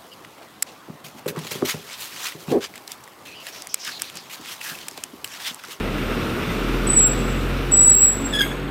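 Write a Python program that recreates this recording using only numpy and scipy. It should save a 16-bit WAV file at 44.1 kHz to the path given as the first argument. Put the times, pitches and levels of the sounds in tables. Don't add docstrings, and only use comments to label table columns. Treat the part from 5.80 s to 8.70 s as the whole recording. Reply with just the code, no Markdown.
import sys
import numpy as np
from scipy import signal
from scipy.io import wavfile
from scipy.ndimage import uniform_filter1d

SR = 44100
rng = np.random.default_rng(int(sys.argv[2]) if len(sys.argv) > 2 else 0)


def ratio(d):
    e = np.asarray(d, float) / 20
    return 10 ** e


def put_to_file(sound):
    columns = np.atleast_2d(sound).T
    safe = np.clip(columns, -1, 1)
    whole_steps = np.round(safe * 32767)
    wavfile.write(sys.argv[1], SR, whole_steps.astype(np.int16))


N = 127890
T = np.arange(N) / SR


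def evened(x):
    return x / np.sqrt(np.mean(x ** 2) + 1e-20)


def read(points, hz):
    f, value = np.transpose(points)
    return np.interp(np.log(hz + 1), np.log(f + 1), value, left=-70, right=-70)


def slow(rate_hz):
    width = max(int(SR / rate_hz / 2), 1)
    return evened(uniform_filter1d(uniform_filter1d(rng.standard_normal(N), width), width))


def resonate(x, hz, width):
    turn, r = np.exp(2j * np.pi * hz * T), np.exp(-np.pi * width / SR)
    return 2 * (turn * signal.lfilter([1 - r], [1, -r], x / turn)).real


def ringing(x, hz, width):
    return evened(resonate(resonate(x, hz, width), hz, width))


def gate(start, end, edge=0.0035):
    return np.sin(np.pi / 2 * np.clip(np.minimum(T - start + edge, end + edge - T) / edge, 0, 1)) ** 2


def noise(spectrum, patchy_db, flicker_db):
    frames, hz = N // 256 + 5, np.fft.rfftfreq(1024, 1 / SR)
    a, b, patches = rng.standard_normal((frames, 513, 3)).T
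    patches = evened(uniform_filter1d(uniform_filter1d(patches, 10, 0), 12, 1))
    flicker = evened(uniform_filter1d(rng.standard_normal(frames), 3))
    level_db = read(spectrum, hz)[:, None] + patchy_db * patches + flicker_db * flicker
    return evened(signal.istft((a + 1j * b) * ratio(level_db), nperseg=1024, noverlap=768)[1][:N])


def engine():
    # t/s, firing rate f/Hz, then level/dB of orders 1, 3, 2, 5, 6
    revs = [(0.0, 38.47, -30, -47, -36, -41, -34.5), (0.15, 39.26, -32.5, -43, -46, -37, -44),
            (0.31, 39.95, -29.5, -39, -40, -41, -31.5), (0.52, 40.56, -42, -46, -39.5, -40, -39),
            (0.94, 42.66, -24, -32, -48, -39, -39), (0.99, 42.9, -24.5, -35, -59, -65, -48),
            (1.04, 42.6, -26, -36, -43, -27, -39.5), (1.21, 42.97, -26, -34, -40.5, -41, -37.5),
            (1.41, 43.68, -26, -32, -41, -28, -34), (1.68, 44.32, -25.5, -33.5, -31.5, -40, -40.5),
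            (2.09, 45.02, -30, -35.5, -45, -40, -34.5), (2.27, 45.27, -34, -39.5, -41, -51, -57),
            (2.41, 45.7, -32.5, -44, -39, -32.5, -31.5), (2.72, 46.2, -33, -35, -48, -50, -37.5),
            (2.9, 47.3, -33, -34.5, -49, -39, -39)]
    # multiple of the firing rate, level/dB relative to the third order
    other_orders = [(4, -10), (7, -10.5), (8, -9), (9, -13), (10.5, -9)]
    s, hz, *levels_db = np.transpose(revs)
    turn = 2 * np.pi * np.cumsum(np.interp(T, s, hz)) / SR
    levels = [ratio(np.interp(T, s, db)) for db in levels_db]
    out = sum(level * np.sin(k * turn + k * k) for level, k in zip(levels, (1, 3, 2, 5, 6)))
    for k, under_db in other_orders:
        level = levels[1] * ratio(under_db + 1.35 * slow(2.9))
        out += level * np.sin(k * turn + 2 * np.pi * rng.random() + 0.6 * slow(5.8))
    return np.sqrt(2) * out


def traffic():
    # f/Hz, level/dB per Hz
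    roar_near = [(29, -29), (50, -35), (97, -4.5), (412, -4.5), (827, -18.5), (1350, -15), (1630, -18.5),
                 (2560, -18), (4500, -32.5), (5850, -34), (9900, -120)]
    # f/Hz, level/dB per Hz
    roar_far = [(29, -28.5), (50, -15.5), (164, -5.5), (272, -2.5), (698, -12), (1630, -14), (1820, -16.5),
                (2760, -19.5), (4500, -30.5), (5850, -72), (9900, -120)]
    # f/Hz, width/Hz, level/dB
    treads = [(1320, 380, -38), (2700, 500, -43)]
    # t/s, share/0-1
    nearness = [(0, 0.49), (.4, 0.96), (.9, 1.), (1.3, 1), (1.7, 0.6), (2.1, 0.14), (2.5, 0.25),
                (2.9, 0.02)]
    # f/Hz, level/dB per Hz
    hiss_spectrum = [(2060, -59), (3500, 1.5), (4440, -8.5), (5920, -11), (7410, -13), (8250, -12),
                     (11500, -17), (13300, -10), (15600, -20)]
    near = np.clip(np.interp(T, *np.transpose(nearness)), 0, 1)
    tread = sum(ratio(db) * ringing(rng.standard_normal(N), hz, w) for hz, w, db in treads)
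    close = ratio(-25.5) * noise(roar_near, patchy_db=1.0, flicker_db=.8) + tread
    far = ratio(-31.5) * noise(roar_far, patchy_db=0.5, flicker_db=0.3)
    stop_s, stopping_s = 2.6, 0.19
    stopped = np.clip((T - stop_s) / stopping_s, 0, 1)
    hiss_db = -42 - 5 * (1 - near) - 4.5 * stopped
    hiss = ratio(hiss_db) * noise(hiss_spectrum, patchy_db=1.2, flicker_db=.6)
    return np.sqrt(near) * close + np.sqrt(1 - near) * far + hiss


def whistles():
    # t/s, f/Hz, level/dB
    first_pull = [
        [(1.07, 8040, -40), (1.074, 7990, -22), (1.08, 7960, -22), (1.0845, 7940, -44), (1.097, 7945, -21),
         (1.105, 7945, -12), (1.113, 7950, -23), (1.12, 7950, -18), (1.1275, 7960, -44)],
        [(1.129, 7950, -30), (1.134, 7942, -18), (1.142, 7945, -19), (1.148, 7960, -29), (1.152, 7975, -20),
         (1.158, 7980, -27), (1.164, 7960, -20)],
        [(1.166, 7820, -13), (1.17, 7795, -11.5), (1.208, 7775, -12), (1.222, 7640, -17), (1.228, 7635, -13.5),
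         (1.262, 7635, -14), (1.28, 7670, -25), (1.287, 7690, -34)],
        [(1.29, 7690, -27), (1.295, 7700, -24), (1.309, 7710, -36), (1.318, 7715, -22), (1.328, 7720, -38),
         (1.335, 7725, -29), (1.345, 7730, -44)],
    ]
    # t/s, f/Hz, level/dB
    second_pull = [
        [(1.914, 7930, -40), (1.924, 7815, -15), (1.942, 7790, -11.5), (1.964, 7830, -19), (1.98, 7820, -12.5),
         (2.074, 7806, -11.5), (2.118, 7780, -10), (2.15, 7715, -11.5)],
        [(2.153, 7650, -17), (2.19, 7650, -17), (2.2, 7635, -22), (2.222, 7755, -9.5), (2.258, 7775, -9.5),
         (2.267, 7712, -18), (2.285, 7702, -13), (2.298, 7710, -15), (2.312, 7712, -24)],
        [(2.314, 7714, -22), (2.325, 7716, -30), (2.334, 7734, -21), (2.345, 7740, -32), (2.36, 7745, -38)],
        [(2.446, 7595, -44), (2.46, 7560, -25), (2.48, 7620, -37)],
    ]
    out = np.zeros(N)
    wobble_hz, flutter_db, rough_db = 8 * slow(90), 1.3 * slow(100), 3.2 * slow(120)
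    judder_db = 3 * slow(250) * gate(2.155, 2.215)
    beat = 2 * np.pi * 57.5 * (T - 2.047)
    twin_level = ratio(-13) * gate(1.99, 2.13, .03)
    free_hz = 7766
    for rows in first_pull + second_pull:
        s, hz, db = np.transpose(rows)
        pitch = np.interp(T, s, hz)
        turn = 2 * np.pi * np.cumsum(pitch + wobble_hz) / SR
        halves = ratio(-37) * np.sin(turn / 2) + ratio(-42) * np.sin(3 * turn / 2)
        halves *= gate(2.1, 2.3, .06)
        octave_db = -17 + 0.1155 * np.minimum(free_hz - pitch, 170) + rough_db
        if s[0] < 1.5:
            octave_db = octave_db - 9
        octave = ratio(octave_db) * np.sin(2 * turn)
        level = uniform_filter1d(np.interp(T, s, ratio(db)), size=150) * ratio(flutter_db + judder_db)
        tone = np.sin(turn) + twin_level * np.sin(turn + beat) + halves + level * octave
        out += np.sqrt(2) * gate(s[0], s[-1]) * level * tone
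    return out


def chatter():
    # start t/s, length/s, level/dB, share of ringing/0-1
    scrapes = [
        (1.16, .035, -44, .1),
        (1.83, .05, -49, .3),
        (1.915, .025, -42, .1),
        (2.15, .08, -39, .7),
        (2.405, .03, -51, .3),
        (2.53, .06, -44, .2),
        (2.592, .05, -40, .3),
    ]
    # f/Hz, width/Hz, level/dB
    frame_modes = [(2700, 150, 0), (4800, 90, -2), (6000, 250, -12), (7100, 80, -4), (9600, 400, 0),
                   (10500, 400, -3), (13600, 350, -3)]
    grit = rng.standard_normal(N) * ratio(3.0 * slow(150))
    ring = evened(sum(ratio(db) * ringing(grit, hz, w) for hz, w, db in frame_modes))
    bare = evened(resonate(grit, 6000, 9000))
    out = np.zeros(N)
    for s, length, db, share in scrapes:
        swell = gate(s + .3 * length, s + .7 * length, .3 * length)
        out += ratio(db) * swell * (share * ring + (1 - share) * bare)
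    return out


def streaks():
    # start t/s, length/s, f/Hz, width/Hz, level/dB
    narrow_bands = [(2.3, .1, 12600, 50, -54), (2.305, .05, 9900, 80, -53), (2.3, .04, 10500, 80, -53),
                    (2.408, .016, 11000, 3000, -49), (2.35, .012, 12000, 2500, -51),
                    (2.165, .06, 10000, 1500, -47), (2.16, .06, 4800, 70, -53), (2.165, .05, 5900, 200, -51),
                    (2.15, .07, 15300, 250, -40), (2.59, .03, 14600, 200, -46), (2.595, .03, 13200, 350, -43),
                    (2.62, .04, 2150, 150, -36), (1.19, .13, 15400, 250, -47), (2.47, .12, 7750, 150, -43),
                    (1.4, .25, 7900, 200, -49), (1.93, .24, 15620, 150, -44), (2.62, .1, 3350, 350, -38),
                    (2.53, .05, 10150, 300, -43), (2.63, .06, 13400, 300, -45)]
    grit = rng.standard_normal(N)
    out = np.zeros(N)
    for s, length, hz, w, db in narrow_bands:
        swell = gate(s + 0.28 * length, s + 0.67 * length, .25 * length)
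        out += ratio(db) * swell * ringing(grit, hz, w)
    return out


def squeaks():
    # t/s, f/Hz, overtone level/dB, fundamental level/dB
    slips = [
        [(2.529, 1790, -32, -30), (2.538, 1705, -20, -31), (2.546, 1690, -29, -30), (2.553, 1690, -21, -31),
         (2.568, 1676, -24, -30), (2.583, 1700, -31, -28)],
        [(2.588, 1725, -25, -31), (2.599, 1665, -16, -27), (2.604, 1630, -27, -24), (2.61, 1590, -13.5, -19),
         (2.6135, 1620, -22, -19), (2.616, 1710, -10.5, -22), (2.621, 1615, -20, -28), (2.634, 1605, -28, -26),
         (2.665, 1625, -42, -38)],
        [(2.705, 1700, -44, -42), (2.717, 1710, -36, -33), (2.73, 1690, -44, -42)],
    ]
    # multiple of the pitch, level/dB; the first has its own level in the slips
    partials = [(1, -4), (2, 0), (3, -17), (4, -20.5), (5, -25), (6, -24), (7, -35), (8, -27.5), (9, -37)]
    out, jitter = np.zeros(N), 1 + .016 * slow(900)
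    overtones = [(k, ratio(db + 2.5 * slow(140))) for k, db in partials[1:]]
    shiver_db = 2.5 * slow(160)
    for rows in slips:
        s, hz, db, low_db = np.transpose(rows)
        turn = 2 * np.pi * np.cumsum(np.interp(T, s, hz) * jitter) / SR
        stack = sum(level * np.sin(round(k) * turn + k * k) for k, level in overtones)
        fundamental = ratio(np.interp(T, s, low_db) + shiver_db) * np.sin(turn)
        out += np.sqrt(2) * gate(s[0], s[-1]) * (ratio(np.interp(T, s, db)) * stack + fundamental)
    return out


def knock():
    # f/Hz, width/Hz, level/dB, T60/s
    lock_modes = [(2137, 139.5, -30.5, 0.25), (6600, 200, -44, 0.64), (8230, 400, -40, .4),
                  (10000, 300, -42, 0.39), (13350, 400, -41.5, 0.39), (12500, 2500, -44.5, .4),
                  (2715, 120, -43, 0.32), (4900, 260, -47, 0.25)]
    lock_s = 2.62
    after = np.maximum(T - lock_s, 0)
    rings = sum(ringing(rng.standard_normal(N), hz, w) * ratio(db - 60 * after / t60)
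                for hz, w, db, t60 in lock_modes)
    return rings * gate(lock_s, 3, 0.00699)


def street(x):
    # delay t/s, level/dB
    fronts = [(.011, -24), (.023, -25), (.047, -24)]
    tail_db, t60_s = -19, 0.86
    taps = np.zeros(SR)
    at = np.arange(800, SR - 20, 20)
    taps[at + rng.integers(0, 20, len(at))] = rng.choice([-1., 1.], len(at))
    taps *= ratio(-60 * T[:SR] / t60_s)
    taps *= ratio(tail_db) / np.linalg.norm(taps)
    taps[0] = 1
    for s, db in fronts:
        taps[round(s * SR)] += ratio(db)
    return signal.fftconvolve(x, taps / np.linalg.norm(taps))[:N]


def scene():
    low, wet = squeaks(), 0.61
    brakes = whistles() + wet * low + knock() + chatter() + streaks()
    return (street(brakes) + (1 - wet) * low + engine() + traffic())[None]


def top_cut(x):
    return signal.sosfilt(signal.butter(12, 15760, fs=SR, output="sos"), x)


def record(dry):
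    return top_cut(dry)


dry = scene()
out = record(dry)
put_to_file(out)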